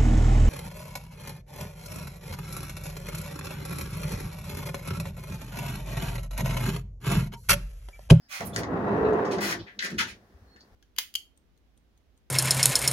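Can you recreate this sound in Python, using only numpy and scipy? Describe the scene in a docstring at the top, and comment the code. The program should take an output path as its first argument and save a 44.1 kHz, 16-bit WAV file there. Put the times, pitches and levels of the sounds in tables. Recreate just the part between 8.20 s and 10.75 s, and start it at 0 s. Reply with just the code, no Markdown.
"""Sliding door in a parked train carriage

The door is unlatched and pushed open close by. The latch clacks; bumps in the rail drive the rollers
and the door's resonances as it speeds up and slows. Its edge scrapes by stick-slip friction and knocks
in the frame, with a few thin tones. Soft footfalls follow, over the hum of the vestibule."""
import sys
import numpy as np
from scipy import signal
from scipy.fft import rfft, irfft
from scipy.io import wavfile
from scipy.ndimage import uniform_filter1d

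SR = 44100
rng = np.random.default_rng(int(sys.argv[2]) if len(sys.argv) > 2 else 0)


def materialize(psi):
    """Save the field psi as 16-bit PCM at rate SR to the path in sys.argv[1].

    A 1-D psi becomes a single channel; in a 2-D psi each row is a channel.
    """
    bounded = np.clip(np.atleast_2d(psi).T, -1, 1)
    quanta = np.round(bounded * 32767).astype(np.int16)
    wavfile.write(sys.argv[1], SR, quanta)


N = 112454
T = np.arange(N) / SR

# Spectrum of the vestibule's hum: f/Hz, relative level/dB
HUM_SPECTRUM = [(18, -46.5), (32, -10.5), (62, -3.5), (150, -14.5), (237, -9.5), (455, -27.5), (747, -17),
                (950, -26.5), (1820, -20), (2360, -30), (5740, -31.5), (8060, -43), (15500, -39)]
# Thin tones (squeaks, a falling swish and chirp, and the short ping of a metal click):
# t/s, duration/s, level/dB, first f/Hz, last f/Hz, nominal width/Hz
THIN_TONES = [(0, 0.099, -67, 5000, 5060, 150), (0.247, 0.038, -40, 14300, 9700, 1700),
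              (0.262, .055, -53, 10200, 9900, 800), (0.321, 0.036, -50.5, 3520, 3400, 120),
              (0.365, 0.033, -48, 2080, 1354, 47), (1.589, 0.0062, -30, 3975, 4000, 56),
              (0.645, 0.14, -65, 3920, 3900, 180), (0.837, 0.046, -56, 4050, 3900, 160),
              (0.838, 0.049, -49.5, 2660, 2650, 100), (2.256, 0.17, -65.5, 4250, 4310, 10),
              (2.399, 0.023, -55, 4520, 4480, 320)]
# Rubs of the door edge: t/s, duration/s, level/dB, rise/s, T60/s, low edge/Hz, knee/Hz,
# slope above the knee/(dB per octave), left minus right/dB, roughness (0-1), ring f/Hz, ring level/dB
SCRAPES = [(0.081, 0.078, -37.5, 0.053, 0.36, 610, 2020, -0.5, -6, 0.4, 2210, -13.5),
           (0.33, 0.012, -45, .006, 0.085, 3030, 7000, -2, 3, 0.65, 6600, -13),
           (0.375, 0.0083, -35, 0.0047, 0.078, 1170, 4000, 1, -1.5, 0.5, 4320, -15),
           (1.106, 0.014, -38.5, 0.0072, 0.18, 2380, 5970, -8.5, -1, 0.1, 9600, -23.5),
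           (1.202, 0.11, -31, 0.0079, 0.13, 640, 2960, 0, 1.5, 0.42, 1850, -23),
           (1.385, 0.015, -47, 0.0079, 0.14, 3400, 4740, -33, 0, .3, 3640, -24),
           (1.462, 0.015, -45.5, .008, 0.17, 1710, 3200, -19, 2, .4, 1960, -6.5),
           (1.596, 0.039, -33, 0.0077, 0.083, 1550, 5000, -5.5, 2.5, 0.94, 1910, -3),
           (1.634, 0.019, -34.5, 0.0072, 0.26, 1380, 5000, -4.5, -2, 0.9, 1840, -14),
           (1.777, 0.024, -26, 0.0071, 0.19, 1400, 3640, -5.5, 0.5, 0.6, 2860, -16),
           (1.867, 0.028, -43, 0.0057, 0.14, 1700, 4000, -5.5, -1.5, 0.14, 9100, -23.5)]
# Spectrum of the friction: f/Hz, relative level/dB
FRICTION_SPECTRUM = [(290, -30.5), (577, -12.5), (1150, -8), (1800, -2), (2400, -6), (3100, -7.5),
                     (4000, -8.5), (5400, -8.5), (6640, -10), (8120, -21), (9930, -16.5), (13400, -20),
                     (15300, -14)]
# Door knocks and footfalls: t/s, level/dB, rise/s, T60/s, low edge/Hz, high edge/Hz
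THUDS = [(0.194, -38, 0.028, 1, 56, 184), (0.208, -32.5, 0.0031, 0.18, 445, 926),
         (0.259, -43, 0.017, 0.25, 59.7, 198), (0.359, -36.5, 0.025, 0.78, 60, 450),
         (.532, -38.5, .003, .09, 500, 1400), (0.669, -30.5, .004, 0.081, 443, 1120),
         (1.368, -43, 0.05, 0.14, 55, 130), (1.55, -54, 0.028, 0.37, 180, 450),
         (1.621, -44.5, 0.031, 1, 173, 600), (1.695, -34.5, 0.036, 0.48, 156, 330),
         (1.73, -45, 0.027, 0.72, 56, 119), (1.799, -46, 0.035, 0.2, 204, 473),
         (1.8, -41, 0.018, 0.21, 840, 980), (1.908, -50, .015, 0.14, 48.4, 81),
         (2.108, -52, 0.043, 0.39, 49.5, 80.5), (2.209, -53, 0.018, .4, 50, 88),
         (2.355, -54, 0.0036, 0.11, 187, 400), (2.358, -65, 0.017, 0.22, 51, 80.4),
         (2.504, -49, .025, .25, 46, 79)]
# Modes struck by the thuds: f/Hz, nominal width/Hz, relative level/dB
THUD_MODES = [(103, 32, 7), (201, 26, 14), (370, 42, 5.5)]
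# Gain of the rolling noise, following the door's speed: t/s, level/dB
SPEED_GAIN = [(.2, -21), (.33, -18.5), (.4, -9), (.47, -10.5), (.54, -4.5), (.64, -5.5), (.69, -2),
              (.78, -1.5), (.87, -0.5), (.95, -1.5), (1.0, -1), (1.1, -2.5), (1.2, -7.5), (1.32, -13.5),
              (1.41, -26), (1.47, -31.5), (1.56, -40)]
# Spectrum of the rollers on the rail: f/Hz, relative level/dB
ROLLING_SPECTRUM = [(200, -11), (300, -9.5), (480, -6.5), (700, -11.5), (1000, -13.5), (1400, -20),
                    (1950, -27.5), (2250, -34), (3300, -44), (4000, -50.5), (4500, -50), (7000, -58.5),
                    (8100, -72.5), (10000, -62), (13500, -72), (15300, -57.5)]
# Modes of the door leaf: f/Hz, nominal width/Hz, relative level/dB
LEAF_MODES = [(400.8, 8.8, 8), (681, 13.6, 3), (1017, 5.5, 4.5), (1045, 7.8, -2.5), (1097.4, 21, -0.5),
              (1304, 20, -5.5), (1518, 6.8, -15), (1668, 15, -8), (1915, 19, -5.5), (2623, 20, -17),
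              (3790, 44, -28)]
# Whirr of the wheels: t/s, f/Hz, level/dB
WHEEL_WHIRR = [(0.451, 321, -55.5), (.65, 389, -36.5), (.78, 428, -35), (.84, 429.7, -23),
               (0.951, 428, -23.5), (1.02, 420, -34), (1.13, 388.5, -31), (1.22, 335.6, -38),
               (1.32, 342.6, -45), (1.41, 334, -41), (1.48, 320, -80)]
# Modes of the door's hollow body: f/Hz, nominal width/Hz, relative level/dB
CAVITY_MODES = [(67, 7.2, -10.5), (87, 10, -11.5), (116, 23, -2), (165.2, 19, 2), (202, 11.2, 6),
                (248.5, 34, -2)]
# Boom of the hollow body: t/s, level/dB
CAVITY_LEVEL = [(.19, -98), (.23, -42.5), (.32, -43.5), (.41, -33), (.46, -40), (.54, -31), (.62, -33.5),
                (.72, -29.5), (.84, -31), (.93, -32), (1.05, -40), (1.22, -34), (1.33, -42.5), (1.43, -48),
                (1.49, -69)]
# Metal impacts: t/s, level/dB, T60/s, low edge/Hz, high edge/Hz
CLACKS = [(0.2057, -27.5, 0.025, 1410, 15000), (0.3617, -14, 0.0081, 1670, 13900),
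          (.3835, -46.5, 0.018, 1400, 12200), (0.4247, -41, 0.02, 1400, 6000),
          (.433, -30, 0.036, 1400, 6000), (0.9327, -51.5, 0.021, 4000, 12100),
          (1.05, -42.5, 0.18, 2020, 6940), (1.1837, -31.5, 0.087, 1400, 5000),
          (1.325, -20.5, 0.03, 1020, 5820), (1.592, -19, 0.011, 2170, 5400),
          (1.6052, -23.5, 0.0099, 1710, 4900), (1.636, -31, .03, 1600, 6000),
          (1.658, -28.5, 0.069, 1520, 7560), (2.3608, -49, 0.046, 1210, 5400),
          (2.4078, -50, 0.025, 3500, 6450)]
# Spectrum of a metal impact: f/Hz, relative level/dB
CLACK_SPECTRUM = [(590, -40), (1000, -4.5), (1410, -0.5), (2010, 5), (2500, -11), (4000, -11.5), (5400, -7),
                  (6710, -9), (8000, -19), (10900, -22.5), (13000, -25), (15500, -32)]
# Reverberation time of the carriage: f/Hz, T60/s
REVERB_TIME = [(100, .25), (500, 0.28), (2000, 0.16), (6000, 0.15), (15000, 0.08)]
# Likeness of left and right in the diffuse field: f/Hz, correlation (-1 to 1)
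COHERENCE = [(50, 0.97), (200, 0.96), (420, 0.86), (700, 0.69), (1200, .1), (2000, -0.19), (4000, 0.05),
             (15000, -0.098)]
# Balance of the two microphone ports: f/Hz, left minus right/dB
BALANCE = [(60, 2), (200, 0), (420, -3.5), (800, 1), (1200, 0.5), (1700, 7.5), (2400, -2.5), (3800, 0.5),
           (4800, 0.5), (7000, -2), (9500, -12.5), (12000, -4.5), (15500, -6)]


def amp(db):
    """Amplitude ratio of a level in decibels."""
    return 10 ** (np.asarray(db) / 20)


def unit_rms(x):
    """Normalisation to unit mean power."""
    return x / np.sqrt(np.mean(x ** 2) + 1e-20)


def at_hz(points, hz):
    """Interpolation on a logarithmic frequency axis."""
    f, value = np.transpose(points)
    return np.interp(np.log(hz + 1), np.log(f + 1), value)


def add(mix, s, sound):
    """Superposition of a sound starting at s seconds."""
    part = mix[..., max(round(s * SR), 0):][..., :sound.shape[-1]]
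    part += sound[..., :part.shape[-1]]


def colour(x, spectrum):
    """Minimum-phase filtering: the phase follows from the log gain by the Hilbert transform."""
    size = 4096
    log_gain = np.log(amp(at_hz(spectrum, abs(np.fft.fftfreq(size, 1 / SR)))))
    response = np.exp(np.conj(signal.hilbert(log_gain)))
    taps = np.fft.ifft(response).real[:size // 2]
    return signal.fftconvolve(x, taps)[:len(x)]


def band(x, low_hz, high_hz, order=3):
    """Maximally flat band-pass filtering."""
    return signal.sosfilt(signal.butter(order, [low_hz, high_hz], "band", fs=SR, output="sos"), x)


def resonate(x, hz, width_hz):
    """Forced response of a damped oscillator of fixed or gliding frequency."""
    turn = np.exp(2j * np.pi * np.cumsum(hz * np.ones(len(x))) / SR)
    pole = np.exp(-np.pi * width_hz / SR)
    return 2 * (turn * signal.lfilter([1 - pole], [1, -pole], x / turn)).real


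def ring(x, modes):
    """Modal summation; two broader resonators in series give each mode steep skirts."""
    return unit_rms(sum(amp(db) * resonate(resonate(x, hz, 2.4 * width), hz, 2.26 * width)
                        for hz, width, db in modes))


def impacts(n, per_s, spread_db):
    """Shot noise: tiny impulses of uneven size at random times."""
    size = amp(spread_db * np.minimum(rng.exponential(1, n), 3.5)) * rng.choice([-1, 1], n)
    return unit_rms(size * (rng.random(n) < per_s / SR))


def steadied(x, span_s):
    """Division by the running rms evens out the chance swells of a noise."""
    power = uniform_filter1d(x ** 2, int(span_s * SR))
    return x / np.sqrt(abs(power) + 1e-12)


def carriage(x, wet_db):
    """Reverberation: a dense, exponentially decaying tail follows the direct sound."""
    x = x * np.ones((2, 1))
    hz, t, noise = signal.stft(rng.standard_normal((2, SR // 3)), SR, nperseg=256)
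    coherence = at_hz(COHERENCE, hz)[:, None]
    noise[1] = coherence * noise[0] + np.sqrt(1 - coherence ** 2) * noise[1]
    envelope = amp(-60 * t / at_hz(REVERB_TIME, hz)[:, None]) * np.minimum(t / 0.0013, 1)
    tail = signal.istft(noise * envelope, SR, nperseg=256)[1]
    wet = signal.fftconvolve(x, tail / np.linalg.norm(tail[0]), axes=1)[:, :N]
    left_lag_s = 0.0002886
    direct = np.array([np.interp(T - left_lag_s, T, x[0]), x[1]])
    return (direct + amp(wet_db) * wet) / np.hypot(1, amp(wet_db))


def diffuse(source):
    """Diffuse field: two draws of a source mix to be coherent in the bass, nearly unrelated above."""
    coherence = at_hz(COHERENCE, np.fft.rfftfreq(N, 1 / SR))
    mid = rfft(source()) * np.sqrt((1 + coherence) / 2)
    side = rfft(source()) * np.sqrt((1 - coherence) / 2)
    return irfft([mid + side, mid - side], N)


def vestibule_hum():
    """Transmission through an aperture: a low noise grows louder as the door opens."""
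    shut_db, open_s = -5, 0.43
    hum = unit_rms(colour(rng.standard_normal(N), HUM_SPECTRUM))
    return hum * amp(-63.5 + shut_db * np.clip(1 - T / open_s, 0, 1))


def thin_tones():
    """Noise-driven resonance: squeaks, a falling swish and chirp, and the short ping of a metal click."""
    out = np.zeros(N)
    for start, length, db, first_hz, last_hz, width_hz in THIN_TONES:
        progress = np.clip((T - start) / length, 0, 1)
        hz = first_hz + (last_hz - first_hz) * progress
        tone = steadied(ring(rng.standard_normal(N), [(hz, width_hz, 0)]), 0.028)
        out += amp(db) * np.sin(np.pi * progress) * tone
    return carriage(out, wet_db=-3.5)


def edge_scrapes():
    """Stick-slip friction: slips and hiss at the door edge ring a mode of the metal frame."""
    out, t = np.zeros((2, N)), np.arange(SR // 2) / SR
    for start, length, db, rise, t60, low_hz, knee_hz, slope, pan_db, rough, ring_hz, ring_db in SCRAPES:
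        slips = impacts(len(t), per_s=1000, spread_db=8)
        drive = rough * slips + (1 - rough) * rng.standard_normal(len(t))
        frame = amp(ring_db) * ring(drive, [(ring_hz, 214, 0)])
        rub = unit_rms(colour(drive, FRICTION_SPECTRUM)) + frame
        tilt = [(low_hz / 10, -50), (low_hz / 2, -24), (low_hz, 0),
                (knee_hz, 0), (knee_hz * 10, slope * np.log2(10))]
        envelope = np.minimum(t / rise, 1) ** 1.11 * amp(db - 60 * np.maximum(t - length, 0) / t60)
        pan = amp([[pan_db / 2], [-pan_db / 2]])
        add(out, start, steadied(colour(rub, tilt), 0.12) * envelope * pan)
    return carriage(out, wet_db=5)


def knocks_and_footfalls():
    """Damped vibration: dull blows boom in the door and the floor, then decay exponentially."""
    out, t = np.zeros(N), np.arange(SR) / SR
    for start, db, rise, t60, low_hz, high_hz in THUDS:
        force = rng.standard_normal(2 * SR)
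        body = band(force + 0.072 * ring(force, THUD_MODES), low_hz, high_hz)
        envelope = np.minimum(t / rise, 1) * amp(db - 60 * np.maximum(t - rise, 0) / t60)
        add(out, start, steadied(body, 0.056)[SR:] * envelope)  # the filters settle in the first second
    return out


def rollers():
    """Roughness excitation: rail bumps shake the leaf and its hollow; the wheel whirr climbs and sinks."""
    speed_gain = amp(np.interp(T, *np.transpose(SPEED_GAIN), left=-90))
    bumps = impacts(N, per_s=1500, spread_db=1.5)
    rumble = amp(-26.5) * steadied(band(colour(bumps, ROLLING_SPECTRUM), 210, 18000), 0.067)
    leaf = amp(-34) * steadied(ring(bumps, LEAF_MODES), 0.14)
    times, hz, db = np.transpose(WHEEL_WHIRR)
    wheel_mode = (np.interp(T, times, hz), 12.9, 0)
    whirr = steadied(ring(rng.standard_normal(N), [wheel_mode]), 0.027)
    whirr *= amp(np.interp(T, times, db, left=-90, right=-90))
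    boom = steadied(ring(impacts(N, per_s=1500, spread_db=1.5), CAVITY_MODES), 0.092)
    boom *= amp(np.interp(T, *np.transpose(CAVITY_LEVEL)))
    return (rumble + leaf) * speed_gain + whirr + boom


def latch_clacks():
    """Brief contact gives a broad spectrum: latch and fittings emit fast-decaying bursts of noise."""
    out, t = np.zeros(N), np.arange(SR // 8) / SR
    for start, db, t60, low_hz, high_hz in CLACKS:
        decay = amp(-60 * t / t60)
        burst = colour(rng.standard_normal(len(t)) * decay, CLACK_SPECTRUM)
        crack = band(burst, low_hz, high_hz, order=2)
        add(out, start, amp(db) * crack * np.linalg.norm(decay) / np.linalg.norm(crack))
    return carriage(out, wet_db=-2.5)


def scene():
    """Linear superposition of the diffuse and the localised sources."""
    diffuse_field = diffuse(rollers) + diffuse(knocks_and_footfalls) + diffuse(vestibule_hum)
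    return diffuse_field + edge_scrapes() + latch_clacks() + thin_tones()


def record(dry):
    """Frequency response: each microphone port has its own colour, and a low-pass limits the band."""
    balance_db = at_hz(BALANCE, np.fft.rfftfreq(2 * N, 1 / SR))
    heard = irfft(rfft(dry, 2 * N) * amp([balance_db / 2, -balance_db / 2]))[:, :N]
    low_pass = signal.firwin(511, 15900, window=("kaiser", 9), fs=SR)
    return signal.oaconvolve(heard, low_pass[None], "same")


dry = scene()
out = record(dry)
materialize(out)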